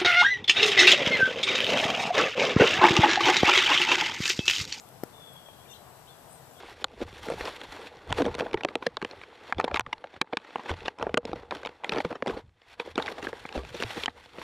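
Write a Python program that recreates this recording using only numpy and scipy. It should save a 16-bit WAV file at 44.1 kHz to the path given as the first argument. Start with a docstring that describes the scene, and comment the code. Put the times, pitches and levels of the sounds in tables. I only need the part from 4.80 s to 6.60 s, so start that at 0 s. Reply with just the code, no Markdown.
"""A bare winter wood: traffic drone, microphone hiss and a thin whine run throughout, far bird notes now and then.
A seep and a faint chirp (bent sines) open; a tiny tick (noise burst) follows, then a knock on a hand-held
camera's plastic shell (driven resonances, ringing thin parts, noise cracks). A hoarse falling whistle
(fluttering sine) comes next; a far hollow tap (damped sines) falls within it. Then most of the chirps
and seeps call; the trunks echo every bird."""
import sys
import numpy as np
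from scipy import signal
from scipy.fft import rfft, irfft, next_fast_len
from scipy.io import wavfile
from scipy.ndimage import uniform_filter1d, map_coordinates

SR = 44100
rng = np.random.default_rng(int(sys.argv[2]) if len(sys.argv) > 2 else 0)


def gain_from_db(level_db):
    """Turn a decibel level (scalar or array-like) into a linear amplitude factor."""
    decades = np.asarray(level_db, float) / 20
    return 10 ** decades


def store_pcm(level_fs):
    """Save levels as 16-bit WAV."""
    pcm = np.round(np.clip(level_fs, -1, 1) * 32767).astype(np.int16)
    wavfile.write(sys.argv[1], SR, np.atleast_2d(pcm).T)


N = 79380

# Broad shell resonances. Each row: centre in Hz, width in Hz, left gain in dB, right port over left in dB.
SHELL_MODES = [(340, 390, -13.5, -9), (693, 190, -22, -5.5)]
# Thin parts of the shell. Each row: pitch in Hz, left level in dB, t60 in s, right port over left in dB,
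# relative sign of the first swing.
THIN_PARTS = [(1385, -36.5, .026, -1, 1), (1710, -38, .018, -7, 1), (2130, -33, .007, -8, -1),
              (3100, -43, .006, -2, 1), (4380, -42, .008, -9, 1), (5150, -37, .011, -12, -1),
              (5520, -41, .009, -12, 1), (12900, -31.5, .007, -15, 1), (13450, -32.5, .009, -15, -1),
              (13900, -38, .009, -15, 1), (14600, -37, .005, -15, -1)]
# Brittle cracks by the left port. Each row: time in s, relative peak level in dB, t60 in s, left over right in dB.
CRACKS = [(.0892, -39, .006, 14), (.2360, -32, .008, 14), (.2378, -43, .03, 10)]
# Crack spectrum. Each row: frequency in Hz, relative level in dB.
CRACK_SPECTRUM = [(1500, -10), (3000, -9), (3600, -16), (4300, -7), (5900, -9), (7000, -5), (7900, -10),
                  (8700, -4), (9800, -3), (10700, -9), (12300, -4), (13300, -3), (14300, -12), (15000, -13),
                  (15500, -40), (16000, -70)]
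# Wooden modes of the tap. Each row: pitch in Hz, peak level in dB, t60 in s.
TAP_MODES = [(655, -41.5, .014), (930, -50, .01), (1300, -55, .006), (1840, -57, .006), (2440, -55, .006),
             (3000, -59, .004)]
# Whistle line. Each row: time in s, pitch in Hz, relative level in dB.
WHISTLE_LINE = [(.322, 3520, -72), (.355, 3535, -64), (.375, 3530, -67), (.4, 3470, -60), (.44, 3430, -60),
                (.485, 3395, -56), (.51, 3375, -63), (.545, 3360, -61), (.575, 3335, -56), (.6, 3310, -63),
                (.65, 3320, -62), (.7, 3270, -62), (.73, 3290, -70), (.76, 3290, -74), (.81, 3270, -67),
                (.87, 3330, -72)]
# Chirps. Each row: start in s, length in s, first, middle and last pitch in Hz, relative level in dB.
CHIRPS = [(.853, .018, 2550, 2350, 2600, -65), (.869, .018, 2600, 3050, 3550, -65),
          (.885, .025, 3580, 3600, 3400, -60), (.911, .025, 3450, 3600, 3350, -60),
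          (.897, .036, 2950, 2750, 2950, -62), (.931, .01, 3000, 3170, 3450, -55),
          (.937, .014, 3450, 4150, 4600, -60), (.949, .024, 3800, 3980, 3600, -62),
          (.952, .016, 3000, 3300, 3500, -63), (.976, .02, 3850, 3950, 3900, -72),
          (.897, .027, 6500, 6200, 5730, -63), (.922, .015, 5720, 5900, 6550, -61),
          (.895, .025, 5800, 5650, 5700, -69), (1.268, .055, 2750, 3480, 3350, -62),
          (1.268, .022, 3500, 3750, 3850, -66), (1.292, .022, 4100, 4300, 4250, -67),
          (1.752, .034, 3550, 3350, 3200, -68), (1.78, .034, 3150, 3650, 4050, -65),
          (.07, .018, 3450, 3500, 3450, -70), (1.322, .035, 3450, 3400, 3300, -68)]
# Thin high seeps. Each row: start in s, length in s, first, middle and last pitch in Hz, relative level in dB.
SEEPS = [(.001, .011, 6000, 7300, 8200, -60), (.912, .011, 6500, 7550, 8350, -59),
         (1.488, .045, 8900, 8000, 7500, -64), (1.498, .047, 9500, 9350, 9100, -67),
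         (1.52, .045, 9200, 8700, 8100, -62), (1.527, .018, 9400, 9000, 8500, -63),
         (1.708, .014, 7250, 7200, 7150, -70), (.52, .008, 7900, 7700, 7800, -66),
         (.528, .015, 9000, 11600, 10900, -63), (.532, .011, 11500, 13000, 12000, -63)]
# Overall gain in dB: chirps, seeps, whistle.
BIRD_GAIN_DB = [.5, .3, 1.2]
# Drone spectrum. Each row: frequency in Hz, relative level per Hz in dB.
DRONE_SPECTRUM = [(12, -35), (20, -16), (60, -11), (100, -7.5), (125, -3.5), (170, -6.5), (250, -7),
                  (399, -7.5), (460, -5.5), (520, -7.5), (678, -3.5), (850, -5.5), (1040, -8),
                  (1410, -12.5), (1560, -12.5), (2600, -22.5), (3380, -31), (5720, -120)]
# Fuzzy engine tones in the drone. Each row: centre in Hz, width in Hz, boost in dB.
ENGINE_TONES = [(81, 12, 4), (133, 6, 9), (167, 5.5, 7), (479, 12, 4)]
# Drone swell, used about its mean. Each row: time in s, relative level in dB.
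DRONE_SWELL = [(0.0, -55), (0.42, -53), (0.7, -54.5), (0.986, -54.5), (1.8, -54.5)]
# Left-right likeness of the drone. Each row: frequency in Hz, correlation from 0 to 1.
DRONE_LIKENESS = [(40, 0.64), (130, 1), (300, 0.26), (640, 0.74), (1400, 0.63), (2500, 0.13)]
# Hiss spectrum. Each row: frequency in Hz, relative level per Hz in dB.
HISS_SPECTRUM = [(1180, -37), (2000, -11.5), (2260, -10), (2980, -3), (3160, -5.5), (3400, -4.5),
                 (6980, -7.5), (7830, -6), (9220, -7)]
# Channel balance of drone and hiss. Each row: frequency in Hz, left over right in dB.
NOISE_BALANCE = [(40, 4), (110, 10.5), (200, 7), (380, 7), (700, 9.5), (1280, 7.5), (2370, 5), (4370, 3),
                 (8060, 2.5), (14900, 11.5)]
# Whine of the electronics. Each row: pitch in Hz, level in dB rms.
WHINE_TONES = [(7852, -77), (7882, -78)]

KNOCK_S, LOAD_S, LOAD_SHARE, BLOW_S = .23535, .0022, .45, .0013  # load share: peak load over peak blow
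THIN_PARTS_DELAY_S = .0004
TAP_S, TAP_RISE_S, TAP_PAN_DB = .6843, .0038, 10
WHISTLE_ROUGH, WHISTLE_FLUTTER_PER_S, WHISTLE_CLEAN_S = .8, 240, .16
WHISTLE_PAN_DB, CHIRP_PAN_DB, SEEP_PAN_DB = 9, 12.5, 18
WHISTLE_LAG_S, CHIRP_LAG_S, SEEP_LAG_S = .00017, .0001, .00005
TRUNK_S, TRUNK_DB, WOOD_T60_S, WOOD_DB = .034, -12, .22, -5.5
SHEEN_S, SHEEN_LENGTH_S, SHEEN_HZ, SHEEN_WIDTH_HZ, SHEEN_DB = .895, .075, 12900, 700, -66
DRONE_DB, HISS_DB, NOISE_TOP_HZ, NOISE_LAG_S = -54.4, -59, 14200, .0001
TOP_HZ = 15600


def unit(x):
    """Scales to rms 1."""
    return x / np.sqrt(np.mean(x ** 2) + 1e-20)


def along(points, hz):
    """Interpolates (Hz, value) points on a log frequency axis."""
    f, v = np.transpose(points)
    return np.interp(np.log(hz + 1), np.log(f + 1), v)


def wobble(knots_per_s):
    """Smooth random curve through normal random knots."""
    knots = rng.standard_normal(int(N * knots_per_s / SR) + 4)
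    return map_coordinates(knots, [np.arange(N) * knots_per_s / SR])


def filtered(x, response):
    """Multiplies the spectrum of x by a complex response of frequency."""
    m = next_fast_len(N + SR // 2)
    return irfft(rfft(x, m) * response(np.fft.rfftfreq(m, 1 / SR)), m)[..., :N]


def panned(x, left_db):
    """Pans by level, left_db left over right; the channel mean stays x."""
    gains = gain_from_db(np.array([[left_db / 2], [-left_db / 2]]))
    return x * gains / gains.mean()


def late(x, lag_s):
    """Delays the right channel by lag_s: a longer path to that port."""
    return filtered(x, lambda hz: np.exp(-2j * np.pi * hz * [[0], [lag_s]]))


def knock():
    """Shell is loaded, then snaps back in one short blow: broad modes filter the force, thin parts ring freely."""
    u = np.arange(N) / SR - KNOCK_S
    load = LOAD_SHARE * np.clip(1 + u / LOAD_S, 0, 1) ** 2 * (u < 0)
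    blow = np.sin(np.pi * np.clip(u / BLOW_S, 0, 1)) ** 2

    def resonances(f):
        return sum(gain_from_db([[db], [db + right_db]]) * 1j * f * width / (centre ** 2 - f ** 2 + 1j * f * width)
                   for centre, width, db, right_db in SHELL_MODES)

    body = filtered(load - blow, resonances)
    u = np.maximum(u - THIN_PARTS_DELAY_S, 0)
    thin = sum(sign * gain_from_db([[db], [db + right_db]]) * gain_from_db(-60 * u / t60) * np.sin(2 * np.pi * hz * u)
               for hz, db, t60, right_db, sign in THIN_PARTS)
    return body - thin


def cracks():
    """Brittle snaps: bright noise bursts, 0.4 ms rise, exponential decay."""
    t = np.arange(N) / SR
    noise = filtered(rng.standard_normal((2, N)),
                     lambda hz: gain_from_db(along(CRACK_SPECTRUM, hz) - 40 * (hz < 900)))
    bursts = 0
    for start, db, t60, left_db in CRACKS:
        rise = np.clip((t - start) / .0004 + 1, 0, 1)
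        decay = gain_from_db(db - 6 - 60 * np.abs(t - start) / t60)
        bursts = bursts + panned(decay * rise, left_db)
    return bursts * unit(noise)


def tap():
    """Soft hollow tap: wooden modes swell during the contact, then decay fast."""
    u = np.maximum(np.arange(N) / SR - TAP_S, 0)
    after = np.maximum(u - TAP_RISE_S, 0)
    ring = sum(gain_from_db(db - 60 * after / t60) * np.sin(2 * np.pi * hz * u) for hz, db, t60 in TAP_MODES)
    contact = np.sin(np.pi / 2 * np.minimum(u / TAP_RISE_S, 1))
    return panned(ring * contact, TAP_PAN_DB)


def whistle():
    """Long hoarse falling note: a sine whose size and phase flutter, roughening from a clean start."""
    t = np.arange(N) / SR
    s, hz, db = np.transpose(WHISTLE_LINE)
    edge = np.interp(t, [s[0], s[0] + .0069, s[-1] - .02, s[-1]], [0, 1, 1, 0])
    flutter = (wobble(WHISTLE_FLUTTER_PER_S) + 1j * wobble(WHISTLE_FLUTTER_PER_S)) / np.sqrt(2)
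    rough = WHISTLE_ROUGH * (1 - np.exp(-np.abs(t - s[0]) / WHISTLE_CLEAN_S))
    voice = np.sqrt(1 - rough) + np.sqrt(rough) * flutter
    phase = 2 * np.pi * np.cumsum(np.interp(t, s, hz)) / SR
    return edge * gain_from_db(np.interp(t, s, db) + 6) * np.real(voice * np.exp(1j * phase))


def notes(rows):
    """Short bird notes: sines on parabolic pitch lines under a rounded swell, levels fluttering."""
    out = np.zeros(N + SR)
    for start, length, first, middle, last, db in rows:
        u = np.linspace(0, 1, round(length * SR))
        hz = np.polyval(np.polyfit([0, .5, 1], [first, middle, last], deg=2), u)
        swell = np.abs(np.sin(np.pi * u)) ** .5
        tone = np.sin(2 * np.pi * np.cumsum(hz) / SR)
        out[round(start * SR):][:len(u)] += gain_from_db(db + 6.5) * swell * tone
    return out[:N] * gain_from_db(.72 * wobble(121.4))


def sheen():
    """Faint breathy treble during the loudest chirps: narrow-band noise under a swell."""
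    u = np.clip((np.arange(N) / SR - SHEEN_S) / SHEEN_LENGTH_S, 0, 1)
    air = filtered(rng.standard_normal(N), lambda hz: np.exp(-((hz - SHEEN_HZ) / SHEEN_WIDTH_HZ) ** 2))
    return panned(gain_from_db(SHEEN_DB) * np.abs(np.sin(np.pi * u)) ** .33 * unit(air), left_db=18)


def wood(x):
    """Trunks return one clear echo and a decaying scatter, the scatter independent per port."""
    t = np.arange(SR // 2) / SR
    tail = rng.standard_normal((2, len(t))) * gain_from_db(-60 * t / WOOD_T60_S) * (t > .004)
    tail *= gain_from_db(WOOD_DB) / np.linalg.norm(tail[0])
    tail[:, round(TRUNK_S * SR)] += gain_from_db(TRUNK_DB)
    return x + signal.fftconvolve(x, tail, axes=1)[:, :N]


def rush(spectrum, likeness, patchy_db):
    """Shaped stereo noise with random gain patches in time and frequency; channel mean has rms 1."""
    z = signal.stft(rng.standard_normal((2, N)), nperseg=512)[2]
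    field = uniform_filter1d(rng.standard_normal(z.shape[1:]), size=6, axis=0)
    field = uniform_filter1d(field, size=10, axis=1)
    pair = signal.istft(z * gain_from_db(patchy_db * unit(field)), nperseg=512)[1][:, :N]

    def mid_side(hz):
        angle = np.arccos(np.clip(along(likeness, hz), -1, 1)) / 2
        return gain_from_db(along(spectrum, hz)) * [np.cos(angle), np.sin(angle)]

    def balance(hz):
        lag = np.exp(-2j * np.pi * hz * NOISE_LAG_S * [[0], [1]])
        return gain_from_db(along(NOISE_BALANCE, hz) * [[.5], [-.5]]) * lag

    mid, side = filtered(pair, mid_side)
    out = filtered(np.array([mid + side, mid - side]), balance)
    return out / np.std(out.mean(0))


def traffic():
    """Far traffic: low noise with engine-tone bands boosted, under a slow swell."""
    def engine(f):
        return gain_from_db(sum(db * np.exp(-((f - centre) / width) ** 2) for centre, width, db in ENGINE_TONES))

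    s, db = np.transpose(DRONE_SWELL)
    swell_db = np.interp(np.arange(N) / SR, s, db - db.mean())
    drone = filtered(rush(DRONE_SPECTRUM, DRONE_LIKENESS, patchy_db=1), engine)
    return gain_from_db(DRONE_DB + swell_db + .27 * wobble(8.16)) * drone


def hiss():
    """Microphone hiss: treble noise, nearly independent per channel."""
    return gain_from_db(HISS_DB) * rush(HISS_SPECTRUM, [(3000, .04)], patchy_db=.77)


def whine():
    """Electronics whine: two close sines, level and phase unsteady."""
    t = np.arange(N) / SR
    tones = sum(gain_from_db(db + 3 + 1.5 * wobble(23.8)) * np.sin(2 * np.pi * hz * t + .5 * wobble(38))
                for hz, db in WHINE_TONES)  # +3 dB: rms to peak
    return late(panned(tones, left_db=21), lag_s=.00004)


def background():
    """Sums band-limited traffic and hiss with the whine."""
    return filtered(traffic() + hiss(), lambda hz: hz < NOISE_TOP_HZ) + whine()


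def scene():
    """Near sounds and sheen dry, birds placed by level and lag, then echoed by the wood."""
    voices = [notes(CHIRPS), notes(SEEPS), whistle()]
    pans_db = [CHIRP_PAN_DB, SEEP_PAN_DB, WHISTLE_PAN_DB]
    lags_s = [CHIRP_LAG_S, SEEP_LAG_S, WHISTLE_LAG_S]
    birds = sum(late(panned(gain_from_db(db) * voice, pan_db), lag_s)
                for voice, db, pan_db, lag_s in zip(voices, BIRD_GAIN_DB, pans_db, lags_s))
    return background() + knock() + cracks() + tap() + wood(birds) + sheen()


def band_limit(x):
    """A steep low-pass at the top of the band."""
    return signal.sosfilt(signal.butter(12, 15470, fs=SR, output="sos"), x)


def record(dry):
    """Cuts everything from TOP_HZ up: the camera's band limit."""
    mix = filtered(dry, lambda hz: hz < TOP_HZ)
    return band_limit(mix)


dry = scene()
out = record(dry)
store_pcm(out)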